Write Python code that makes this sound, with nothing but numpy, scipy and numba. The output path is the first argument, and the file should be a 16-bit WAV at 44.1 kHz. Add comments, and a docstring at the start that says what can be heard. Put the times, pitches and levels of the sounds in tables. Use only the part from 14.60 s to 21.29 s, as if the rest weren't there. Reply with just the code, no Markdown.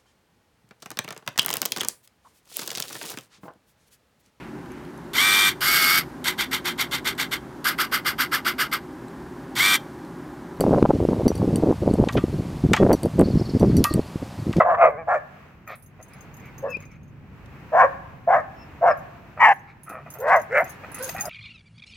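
"""The tail of a bark opens the scene over a rumble of traffic, and more rough barks follow: two dogs
wrestle on the dirt of an open park. Each voice is a source and a filter: tones or rasping fold pulses
drive the resonances of a throat. A growl, snarls, huffs, thin whines, a moan and a hoarse cry join in.
Collar tags ring as sums of decaying modes; paws scrape and thud as shaped noise.
Distant houses and trees return a faint echo, made by convolution with decaying noise."""
import sys
import numpy as np
from scipy import signal
from scipy.fft import rfft, irfft
from scipy.io import wavfile
from scipy.ndimage import uniform_filter1d, minimum_filter1d
from numba import njit

SR = 44100
rng = np.random.default_rng(int(sys.argv[2]) if len(sys.argv) > 2 else 0)


def wav_record(signal):
    """Record a signal, one row per channel, as 16-bit PCM in the file named by sys.argv[1]."""
    frames = np.transpose(np.atleast_2d(signal))
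    bounded = np.clip(frames, -1, 1)
    # unit amplitude maps onto the largest positive 16-bit level
    quanta = np.round(bounded * 32767).astype(np.int16)
    wavfile.write(sys.argv[1], SR, quanta)


N = 295236


def undb(db):
    """Level: decibels to amplitude gain."""
    return 10 ** (np.asarray(db) / 20)


def unit(x):
    """Normalization: scale to rms 1."""
    return x / np.sqrt(np.mean(x ** 2) + 1e-18)


def add(out, start_s, x):
    """Superposition: mix a sound into both channels from a start time on."""
    i = max(int(start_s * SR), 0)
    out[:, i:i + x.shape[-1]] += x[..., :N - i]


def clock(length_s):
    """Time base: seconds since the start of a sound, and a 3 ms fade at both edges."""
    t = np.arange(int(length_s * SR)) / SR
    return t, np.clip(np.minimum(t, length_s - t) / .003, 0, 1)


def play(rows):
    """Interpolation: start time, a 3 ms edge fade and every column of a curve, sample by sample."""
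    s, *columns = np.transpose(rows)
    t = np.arange(int(s[0] * SR), int(s.max() * SR)) / SR
    fade = np.clip(np.minimum(t - t[0], t[-1] - t) / .003, 0, 1)
    return (s[0], fade, *(np.interp(t, s, c) for c in columns))


def swell(t, attack_s, release_s, edge_db=24):
    """Envelope: attack, hold and release, in dB below the held level; each edge lies edge_db down."""
    rise = np.clip(1 - t / attack_s, 0, 1) ** 2
    fall = np.clip(1 - (t[-1] - t) / release_s, 0, 1) ** 2
    return -edge_db * (rise + fall)


def arch(t, share, first, crest, last):
    """Control contour: a value moves to its crest at a share of the length, and on to its last value."""
    return np.interp(t / t[-1], [0, np.clip(share, .02, .98), 1], [first, crest, last])


def walk(n, rate_hz):
    """Random modulation: a smooth wander with a spread near 1."""
    k = max(int(SR / rate_hz), 1)
    steps = np.repeat(rng.standard_normal(n // k + 2), k)
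    return 1.2 * uniform_filter1d(steps, k)[k // 2:k // 2 + n]


@njit
def svf(x, hz, width):
    """Resonance: a state-variable band-pass whose centre may move."""
    y, b, l = np.empty(len(x)), 0., 0.
    for i in range(len(x)):
        g, k = np.tan(np.pi * hz[i] / SR), width / hz[i]
        v = (b + g * (x[i] - l)) / (1 + g * (g + k))
        b, l, y[i] = 2 * v - b, l + 2 * g * v, k * v
    return y


def resonate(x, hz, width_hz):
    """Cascaded resonance: the band-pass applied twice for steep skirts, then scaled to rms 1."""
    hz = hz * np.ones(len(x))
    return unit(svf(svf(x, hz, float(width_hz)), hz, float(width_hz)))


def band(x, lo_hz, hi_hz, order=2):
    """Band limiting: a Butterworth band-pass."""
    sos = signal.butter(order, [lo_hz, min(hi_hz, .47 * SR)], "band", fs=SR, output="sos")
    return signal.sosfilt(sos, x)


def steady(x, seconds=0.029):
    """Level equalization: even out slow swings of power and keep the fast rasp."""
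    power = np.abs(uniform_filter1d(x ** 2, max(int(seconds * SR), 8)))
    return x / np.sqrt(power + 1e-9)


def pan(db):
    """Interchannel level difference: left and right gains, with db as left minus right."""
    return undb(np.array([[db], [-db]]) / 2)


def spread(draw, alike):
    """Interchannel correlation: two channels from a shared and an opposed sound."""
    alike = np.clip(alike, 0, 1)
    return np.sqrt((1 + alike) / 2) * draw[0] + np.sqrt((1 - alike) / 2) * draw[1] * np.array([[1], [-1]])


def park():
    """Shaped noise and a wavering tone: traffic rumble, an engine drone and a distant wash of the town."""
    # spectral shape of the noise, before its low and high parts are levelled: hz, level_db
    colour_curve = [(15, -42), (25, -16), (82, -1), (140, -1), (193, -4), (368, -15), (614, -20.5),
                    (919, -19), (2560, -25), (3340, -37), (5280, -44), (6380, -44.5), (9550, -54),
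                    (12500, -47), (15500, -46.5)]
    # background rumble as heard at the phone, with its dips, before a 2 dB lift: time_s, level_db
    rumble_curve = [(0.0, -47.5), (0.69, -54.5), (1.49, -52), (1.75, -47), (4.49, -48.5), (5.09, -54.5),
                    (6.69, -48.5)]
    # wash as heard at the phone, with its dips and rises, before a 3 dB cut: time_s, level_db
    wash_curve = [(0, -52), (.6, -49), (1.3, -56), (2, -46.5), (2.5, -50.5), (3.1, -46), (4.9, -49),
                  (5.2, -53.5), (5.5, -49), (6.69, -43)]
    drone_hz, drone_db = 145, -54.5  # mean pitch; mean level where the rumble curve is highest
    time = np.arange(N) / SR
    rumble_db, wash_db = (np.interp(time, *np.transpose(curve)) for curve in (rumble_curve, wash_curve))
    f = np.arange(N // 2 + 1) * SR / N + 1
    hz, db = np.transpose(colour_curve)
    colour = undb(np.interp(np.log(f), np.log(hz), db))
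    # the channels agree most in the low frequencies
    alike = 0.92 / (1 + (f / 1500) ** 2) / (1 + (20 / f) ** 2)
    noise = colour * spread(rfft(rng.standard_normal((2, N))), alike)
    low_share = 1 / (1 + (f / 400) ** 4)
    rumble = unit(irfft(noise * low_share, N)) * undb(rumble_db + 2.0 + walk(N, 19))
    wash_flutter_db = 2.8 * walk(N, 2.49) + 0.59 * walk(N, 16)
    wash = unit(irfft(noise * (1 - low_share), N)) * undb(wash_db - 3.0 + wash_flutter_db)
    drone = unit(np.sin(2 * np.pi * np.cumsum(drone_hz * (1 + 0.026 * walk(N, 8.4))) / SR))
    return rumble + wash + drone * undb(drone_db + rumble_db - rumble_db.max() + 4 * walk(N, 5.0))


def folds(hz, rough, jitter=.14, shimmer_db=4, puff=0.93):
    """Glottal excitation: uneven pulses, each followed by a puff of turbulent air."""
    n = len(hz)
    phase = np.cumsum(hz * np.exp(jitter * rough * walk(n, 220))) / SR % 1
    pulses = (np.diff(phase, prepend=0) < 0) * undb(shimmer_db * rough * walk(n, 162.69))
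    air = np.exp(-phase / puff) * rng.standard_normal(n)
    return unit(pulses) + rough * unit(air)


def bark(row, throat):
    """Source-filter voice: a wavering tone and rasp drive a throat; the jaw opens and shuts the mouth sound."""
    # widths of the four throat resonances a to d, in Hz
    mouth_widths_hz = [242, 234, 248, 382]
    rasp_share, rough = .25, .65  # the folds rasp at this share of the pitch; roughness 0-1
    tone_db, half_tone_db, hiss_db = 0.5, -37, -36  # relative levels inside the bark
    mouth_rise, brighten_db = 0.066, 4  # over a bark: lift of the resonances (share), gain of resonance d
    _, length, attack, release, level_db, first_hz, crest_hz, last_hz, *rest = row
    crest, widest, shut_db, a_db, upper_db, side, _ = rest
    *mouth_hz, top_hz, b_db, d_db, follow = throat
    t, fade = clock(length)
    n = len(t)
    hz = arch(t, crest, first_hz, crest_hz, last_hz)
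    effort_db = swell(t, attack, release)
    # the jaw is still 0.12 open as the bark ends
    jaw_db = -shut_db * (1 - np.sin(np.pi / 2 * arch(t, widest, 0, 0.97, 0.12)))
    relative_pitch = hz / np.average(hz, weights=undb(effort_db))

    # soft parts of a bark stay cleaner; pushed hard, the folds break into rasp
    push = undb(0.15 * effort_db)
    phase = 2 * np.pi * np.cumsum(hz * (1 + 0.052 * rough * push * walk(n, 259.63))) / SR
    flutter = undb(5 * rough * push * walk(n, 220))
    tone = unit(flutter * np.sin(phase))
    overtones = unit(flutter * sum(np.sin(k * phase) for k in range(2, 5)))
    rasp = folds(rasp_share * hz, rough)
    source = push * unit(band(rasp, 550, 3600)) + undb(tone_db - 8.5) * overtones
    low = steady(push * resonate(rasp, hz * 0.97, 250) + undb(tone_db) * tone, seconds=0.017)

    # the lips draw back; the resonances bend with or against the pitch, as the exponent sets
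    lips = t / length - .5
    glide = relative_pitch ** follow * (1 + mouth_rise * lips)
    mouth_a, mouth_b, mouth_c, mouth_d = (resonate(source, f * glide, w)
                                          for f, w in zip(mouth_hz, mouth_widths_hz))
    mouth_d = mouth_d + undb(-13) * unit(band(source, 2200, 2980))
    upper = undb(b_db) * mouth_b + mouth_c + undb(d_db + brighten_db * lips) * mouth_d
    # the sound fades above the top edge
    upper = steady(band(upper, 1200.0, top_hz, order=8), seconds=0.013)

    # air hisses past the teeth; each microphone port favours its own part of the treble
    air = flutter * rng.standard_normal((2, n))
    ports = np.array([resonate(air[0], 5700, 3900), 0.86 * resonate(air[1], 7600, 3800)])
    broad_air = undb(-3) * unit(band(air, 3000, 20000))
    # the -0.3 makes the hiss follow the jaw less than the resonances do
    hiss = undb(hiss_db - 0.3 * jaw_db) * (ports + broad_air)
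    treble = undb(upper_db) * pan(2 + 2.8 * side) * (upper + hiss)

    half_tone = unit(flutter * np.sin(phase / 2))
    chest = undb(-39.5) * unit(band(rasp, 150, 290)) + undb(half_tone_db) * half_tone
    body = undb(effort_db) * (band(low, 446.0, 1500, order=5) + chest)
    # the mouth opens after the voice starts, then flares and fades unevenly
    flare_db = swell(t, 0.11 * length, 0.0069) + 1.5 * push * walk(n, 80.4)
    mouth = undb(jaw_db + flare_db) * (undb(a_db) * steady(mouth_a, seconds=0.0061) + treble)
    left, right = fade * undb(level_db) * (body + mouth)
    # for a dog on the left, sound reaches the right microphone port 0.1 ms later
    return np.array([left, np.interp(t - side * .0001, t, right)])


def barks():
    """Articulation: each bark has its own pitch arch and throat; yields start, sound and echo level."""
    # start_s, length_s, attack_s, release_s, level_db, first_pitch_hz, crest_pitch_hz, last_pitch_hz,
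    # crest_share and widest_jaw_share (of the length), shut_jaw_damping_db, resonance_a_db,
    # other_resonances_db, side (-1 right to 1 left), echo_db
    bark_rows = [ (0, 0.044, 0.0033, 0.053, -9.5, 694, 634, 545, 0.16, 0.04, 27, -1, -12.5, -0.55, 1.5),
                 (0.037, 0.13, 0.025, 0.046, -17.5, 659, 714.6, 580, 0.56, 0.67, 11.5, -3.5, -12, -1.05, 4),
                 (0.165, 0.15, 0.08, .08, -9.5, 665, 698.7, 548, 0.28, 0.51, 26, -7, -16, -0.97, 0),
                 (.47, 0.12, 0.016, 0.034, -20.5, 681, 790.2, 524, 0.28, 0.45, 21.5, -4, -3.5, -.8, 4),
                 (2.022, .11, 0.024, 0.1, -24, 527.6, 558.4, 457, 0.34, 0.46, 18, -15.5, -21, 1, 3),
                 (3.117, 0.15, 0.037, 0.016, -14.5, 598.7, 785, 493, 0.54, 0.66, 25, 1.5, -5.5, 1, 4),
                 (3.668, 0.15, 0.017, 0.081, -14.5, 628, 775, 572, 0.34, 0.47, 28, -4, -8.5, 0.79, 4),
                 (4.209, .123, 0.032, 0.036, -13.5, 620, 741, 557.5, .4, 0.8, 22.5, -7.5, -11, .7, 4.5),
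                 (4.791, .146, 0.038, 0.024, -12.5, 934.5, 971, 761, 0.19, .33, 16.5, -5, 0, .75, -8),
                 (5.585, 0.23, 0.22, 0.068, -13, 420, 771, 521.5, 0.67, 0.7, 38, -5, -7, 0.54, -.5),
                 (5.89, .15, 0.083, 0.024, -19.5, 400, 732, 760, .88, 0.58, 34, -3.5, 0.5, -0.45, -2)]
    # four throat resonances in each bark, not in order of pitch: a_hz, b_hz, c_hz, d_hz, top_edge_hz,
    # b_db, d_db, pitch_exponent (resonances move with the pitch if positive, against it if negative)
    throat_rows = [ (1156, 2600, 2026, 2350, 2370, -3, -7, 0.49),
                   (1090, 980, 1600, 2500, 2300, 5.5, -20.5, 0.085),
                   (1205, 3300, 2100, 2340, 2590, -4, -2.5, 0.54),
                   (1173, 1436, 1640, 2120, 2500, -1.5, -9.5, -0.064),
                   (1140, 850, 1720, 2800, 1900, -19, -3, .1),
                   (1047, 1410, 1630, 2210, 2640, -7, -13, -0.099),
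                   (1090, 1593, 1680, 2028, 2300, -5, -4.5, -0.45),
                   (1117, 1360, 1566, 2100, 2600, -5.5, -10, -0.16),
                   (1158, 1870, 2117, 2670, 3020, 4, -11.5, 0.82),
                   (1064, 1630, 1874, 1400, 2634, 1, -34, 0.28),
                   (1423, 1820, 2030, 2208, 2860, -2, -17, -0.07)]
    for row, throat in zip(bark_rows, throat_rows):
        yield row[0], bark(row, throat), row[-1]


def echoes(x, near_db=-19, near_t60=0.23, far_db=-29, far_t60=0.85):
    """Reverberation: fences and benches scatter early; houses and trees keep a faint, coloured tail."""
    # bands that linger in the echo: centre_hz, width_hz, level_db
    echo_bands = [(646, 94, -11.5), (1070, 100, -0.5), (1684, 260, 10.5)]
    t = np.arange(int(1.5 * SR)) / SR
    response = 0
    for db, t60, onset_s in ((near_db, near_t60, .012), (far_db, far_t60, .06)):
        scatter = spread(rng.standard_normal((2, len(t))), 0.11)
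        rings = np.array([sum(undb(d) * resonate(side, hz, width) for hz, width, d in echo_bands)
                          for side in scatter])
        # the rings lie 20 dB below the diffuse part
        tail = unit(band(scatter, 340, 8200, order=1)) + undb(-20) * unit(rings)
        tail = tail * np.exp(-np.log(1000) * t / t60) * (1 - np.exp(-(t / onset_s) ** 2))
        response = response + undb(db) * unit(tail) / np.sqrt(len(t))
    return signal.fftconvolve(x.mean(axis=0)[None], response, axes=1)[:, :N]


def clink(low_db, mid_db):
    """Modal synthesis: one tag hits another, a tick and then decaying modes of randomly varied strength."""
    # hz, level_db (before group trims and scatter), t60_s
    modes = [(5030, -13, 0.038), (5610, -15, .1), (6437, 2.5, 0.071), (6830, -6, 0.025), (8510, -7, 0.22),
             (10080, 7.5, 0.087), (10610, 3.5, 0.13), (12800, -19, .08), (13050, -5, 0.1), (13400, -7, .07),
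             (14200, -6.5, 0.084), (14600, -4.5, 0.077), (15400, -20, .06)]
    # left minus right, in dB, for the low, middle and high modes
    mode_pan_db = (8.5, -7.5, 0)
    t = np.arange(SR // 4) / SR
    hz, db, t60 = np.transpose(modes)[:, :, None]
    group = np.digitize(hz, [8000, 12000])
    db = db + np.array([low_db, mid_db, -3])[group]
    db = db + np.array(mode_pan_db)[group] * np.array([[[.5]], [[-.5]]])
    strength, phase, detune = rng.standard_normal((3, 2, len(hz), 1))
    wobble = 1 + 0.0019 * detune[0]
    ring = undb(db + 7 * strength - 60 * t / t60) * np.sin(2 * np.pi * hz * wobble * t + np.pi * phase)
    # the edges scrape for a moment as they meet
    scrape = band(rng.standard_normal((2, len(t))), 9000, 21000, order=1) * np.exp(-t / 0.017)
    return (0.34 * unit(ring.sum(axis=1)) + undb(0.5) * scrape) * (1 - np.exp(-t / 0.00031))


def tags():
    """Repeated impact: collar tags meet once a swing, and faint grazes cluster around each strike."""
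    # clearest strikes: start_s, level_db (before a 12 dB cut), low_modes_db, middle_modes_db (mode trims)
    clear_strikes = [(1.0755, -40, -18, -46), (1.1543, -43.5, -19, -6), (1.2239, -44, -14, -13),
                     (1.4268, -39, -4, -7), (1.5341, -44.5, 3, -19), (1.7674, -44.5, -8, -36),
                     (2.203, -45, 6, -31.5), (4.3731, -48, -15, -27), (4.9367, -47.5, -4, -17),
                     (5.233, -38.5, -10.5, -9.5), (5.2928, -36, -20, -10), (5.5378, -32, -18, -25),
                     (5.6017, -32.5, -17.5, -27), (5.7617, -33, -3, -16), (6.0425, -35.5, 2, -16),
                     (6.3447, -27, -11, -4), (6.4258, -24, -9, -15), (6.4424, -23.5, 2, -7),
                     (6.4943, -25.5, -9.5, -29), (6.6086, -16.5, -0.5, -15), (6.6162, -29, -26, -21.5)]
    # spells of lighter jingling: start_s, length_s, then level and mode trims as above
    jingle_spells = [(0.062, .3, -59, -5.5, -8), (1.614, .55, -49, -4.5, -25), (2.314, .2, -50.5, 7, -23),
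                     (5.499, .05, -39, -3, -14), (5.976, .14, -34, -17, -18), (6.32, .3, -32.5, -9, -20)]
    swing_s, scatter_s, scatter_db = 0.12, 0.0048, 5.5
    out, strikes = np.zeros((2, N)), list(clear_strikes)
    for start, length, db, low_db, mid_db in jingle_spells:
        for swing, (late, louder) in zip(np.arange(0, length, swing_s), rng.standard_normal((20, 2))):
            strikes.append((start + swing + scatter_s * late, db + scatter_db * louder, low_db, mid_db))
    for start, db, low_db, mid_db in strikes:
        add(out, start, undb(db - 12) * clink(low_db, mid_db))
        for delay, softer_db in zip(rng.uniform(-0.017, 0.058, size=3), rng.uniform(15.9, 30.7, size=3)):
            add(out, start + delay, undb(db - softer_db) * clink(low_db, mid_db))
    return out


def harmonics(hz, harmonics_db, jitter):
    """Harmonic series: regular vibration with a few harmonics on one gliding, jittered pitch."""
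    phase = 2 * np.pi * np.cumsum(hz * (1 + jitter * walk(len(hz), 180))) / SR
    return unit(sum(undb(h) * np.cos((k + 1) * phase) for k, h in enumerate(harmonics_db)))


def clean_call(rows, harmonics_db, jitter):
    """Periodic phonation: a voiced call that follows its pitch and level curve."""
    start, fade, hz, db = play(rows)
    return start, fade * undb(db) * harmonics(hz, harmonics_db, jitter)


def growl():
    """Low phonation: many harmonics of a low pitch."""
    # time_s, pitch_hz, level_db
    growl_curve = [(.3, 157.7, -38), (.325, 149, -35.5), (.36, 144.7, -38), (.395, 166.3, -33),
                   (.42, 164.1, -37), (.45, 141, -58)]
    harmonics_db = [-18.5, -23.5, -6.5, -3.5, -7.5, -25.0, -12.5, -21, -36.0, -16, -17.5, -27, -37.5, -15.0,
                    -26.0]
    return clean_call(growl_curve, harmonics_db, jitter=0.012)


def snarl(length, chest_db, mouth_db, lips_db):
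    """Turbulent source and filter: slow, breathy fold pulses sound through chest and bared teeth."""
    # mouth resonances: centre_hz, width_hz, relative_db
    mouth_resonances = [(1310, 240, 3.5), (1928, 200, 1), (2510, 290, -0.5)]
    t, fade = clock(length)
    n = len(t)
    source = folds(np.full(n, 110.), rough=0.817) + 0.54 * rng.standard_normal(n)
    drift = 1 + .025 * walk(n, 19.3)
    release_s = .45 * length
    # in all but the shortest snarls, air rushes first and the chest joins in
    chest = steady(resonate(source, 660 * drift, 260)) * undb(swell(t, 0.42 * length, release_s))
    second, *upper = (undb(db) * resonate(source, hz * drift, width) for hz, width, db in mouth_resonances)
    mouth = steady(band(second + undb(lips_db) * sum(upper), 800, 2600, order=6))
    mouth = mouth * undb(swell(t, 0.021, release_s))
    return fade * (undb(chest_db - 9.5) * chest + undb(mouth_db - 6.0) * mouth)


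def snarls():
    """Superposition: breathy snarls and snorts, each with its own balance of chest and mouth."""
    # start_s, length_s, chest_db (before a 9.5 dB cut), mouth_db (before a 6 dB cut),
    # lips_db (change of the upper resonances by the lips)
    snarl_rows = [(1.065, .1, -32, -33, -2), (1.383, 0.05, -37.5, -49, -2), (4.765, 0.038, -30, -31.5, -6),
                  (5.261, 0.18, -32, -34, -7), (5.452, 0.043, -35, -39, -1.5), (5.536, 0.065, -35, -44, -4),
                  (6.036, 0.062, -33, -39.5, 4), (6.226, 0.039, -33, -34.5, 2),
                  (6.332, 0.11, -66, -38, 2.5), (6.483, 0.023, -27, -27.5, 14),
                  (6.553, 0.08, -42, -29.5, 6), (6.626, 0.09, -28.5, -41, -13)]
    out = np.zeros((2, N))
    for start, *row in snarl_rows:
        add(out, start, snarl(*row))
    return out


def huffs():
    """Filtered turbulence: short puffs of air through a dog's muzzle."""
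    # start_s, length_s, level_db, nasal_hiss_db
    huff_rows = [(1.072, 0.1, -47, -54.5), (1.49, 0.11, -56, -68), (1.797, 0.13, -51.5, -80),
                 (2.188, 0.08, -51.5, -75.5), (2.288, 0.1, -55, -83), (5.064, 0.076, -52, -67)]
    out = np.zeros((2, N))
    for start, length, db, nose_db in huff_rows:
        air = rng.standard_normal(SR)[:int(length * SR)]
        muzzle = .5 * resonate(air, 1350, 500) + resonate(air, 2200, 460)
        nose = unit(band(air, 2700, 3970, order=2))
        add(out, start, np.hanning(len(air)) ** .5 * (undb(db) * muzzle + undb(nose_db) * nose))
    return out


def whine(length, first_hz, last_hz, db, octave_db, loudest):
    """Frequency glide: a thin nasal whine, sometimes with a strong octave, swells, fades and slides."""
    t, fade = clock(length)
    hz = first_hz + (last_hz - first_hz) * (t / length) ** 2
    level = undb(db + arch(t, loudest, -19, 0, -18))
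    return fade * level * pan(7) * harmonics(hz, [0, octave_db], jitter=0.0028)


def whines():
    """Superposition: thin whines, louder on the left."""
    # start_s, length_s, first_pitch_hz, last_pitch_hz, level_db, octave_db (relative),
    # loudest_share (of the length)
    whine_rows = [(2.082, .058, 2630, 2600, -33.5, -21, 0.87), (2.133, 0.037, 2395, 2635, -24.5, -32, 0.48),
                  (3.957, 0.094, 2690, 2670, -54, 1, 0.79), (4.064, 0.065, 2800, 2730, -67, -27, 0.55),
                  (4.259, 0.078, 2800, 2500, -47.5, 0, 0.85)]
    out = np.zeros((2, N))
    for start, *row in whine_rows:
        add(out, start, whine(*row))
    return out


def grit(n, spread_db=3):
    """Random impacts: a dense crackle of dirt grains with a few large ones."""
    sizes = undb(spread_db * np.minimum(rng.exponential(size=n), 4))
    grains = (rng.random((2, n)) < 7000 / SR) * sizes  # 7000 grains a second in each draw
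    grains = spread(grains * rng.standard_normal((2, n)), 0.15)
    return unit(band(grains, 2100, 5900, order=1))


def paws():
    """Friction and impact: paws scrape the dirt and land with a thud and a spray of grit."""
    # hard falls and kicks: start_s, grit_db, thud_db, decay_s (time constant)
    paw_falls = [(2.169, -45, -21, 0.0022), (2.859, -50, -62, 0.0034), (5.296, -56.5, -39.5, 0.017),
                 (6.025, -72, -42, 0.017), (6.426, -42, -55, 0.0095), (6.493, -30, -51, 0.0042),
                 (6.584, -41, -35, 0.011)]
    # scrapes on loose dirt: start_s, length_s, level_db
    scrapes = [(5.658, 0.074, -48), (6.017, 0.19, -60), (6.294, 0.33, -47), (6.418, 0.052, -50)]
    out = np.zeros((2, N))
    for start, length, db in scrapes:
        n = int(length * SR)
        add(out, start, undb(db) * np.hanning(n) * grit(SR // 2)[:, :n])
    t = np.arange(SR // 5) / SR
    for start, grit_db, thud_db, decay in paw_falls:
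        thud = unit(band(rng.standard_normal(len(t)), 98, 320))
        add(out, start, np.exp(-t / decay) * (undb(grit_db) * grit(len(t)) + undb(thud_db) * thud))
    return out


def moan():
    """Mid-pitched phonation: four harmonics with a strong fundamental."""
    # time_s, pitch_hz, level_db
    moan_curve = [(6.385, 469, -54), (6.41, 504, -31), (6.435, 533, -37.5), (6.47, 503, -38.5),
                  (6.495, 507, -41.5)]
    return clean_call(moan_curve, harmonics_db=[2.0, -11.5, -4.5, -28.5], jitter=0.044)


def cry():
    """Jittered phonation: strong pitch jitter makes the closing cry hoarse."""
    # time_s, pitch_hz, level_db
    cry_curve = [(6.54, 710, -74), (6.55, 753, -28.5), (6.568, 781.5, -45), (6.635, 835, -42),
                 (6.665, 711, -35), (6.69, 589.7, -38)]
    return clean_call(cry_curve, harmonics_db=[0, -12, -16], jitter=0.0527)


def scene():
    """Superposition: the dogs, their tags and paws, the echo and the park."""
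    dogs = tags() + snarls() + huffs() + whines() + paws()
    for call in (growl(), moan(), cry()):
        add(dogs, *call)
    outward = dogs.copy()
    for start, sound, echo_db in barks():
        add(dogs, start, sound)
        # a bark aimed at the houses echoes more than one aimed at the phone
        add(outward, start, undb(echo_db) * sound)
    return dogs + echoes(outward) + park()


def record(dry):
    """Peak limiting and band limiting: a phone turns its gain down around the loudest peaks, cuts the top."""
    room = np.minimum(1, .98 / (np.abs(dry).max(axis=0) + 1e-9))
    gain = uniform_filter1d(minimum_filter1d(room, size=301), size=301)
    low_pass = signal.ellip(8, .2, 70, 15850, fs=SR, output="sos")
    return signal.sosfilt(low_pass, dry * gain)


dry = scene()
out = record(dry)
wav_record(out)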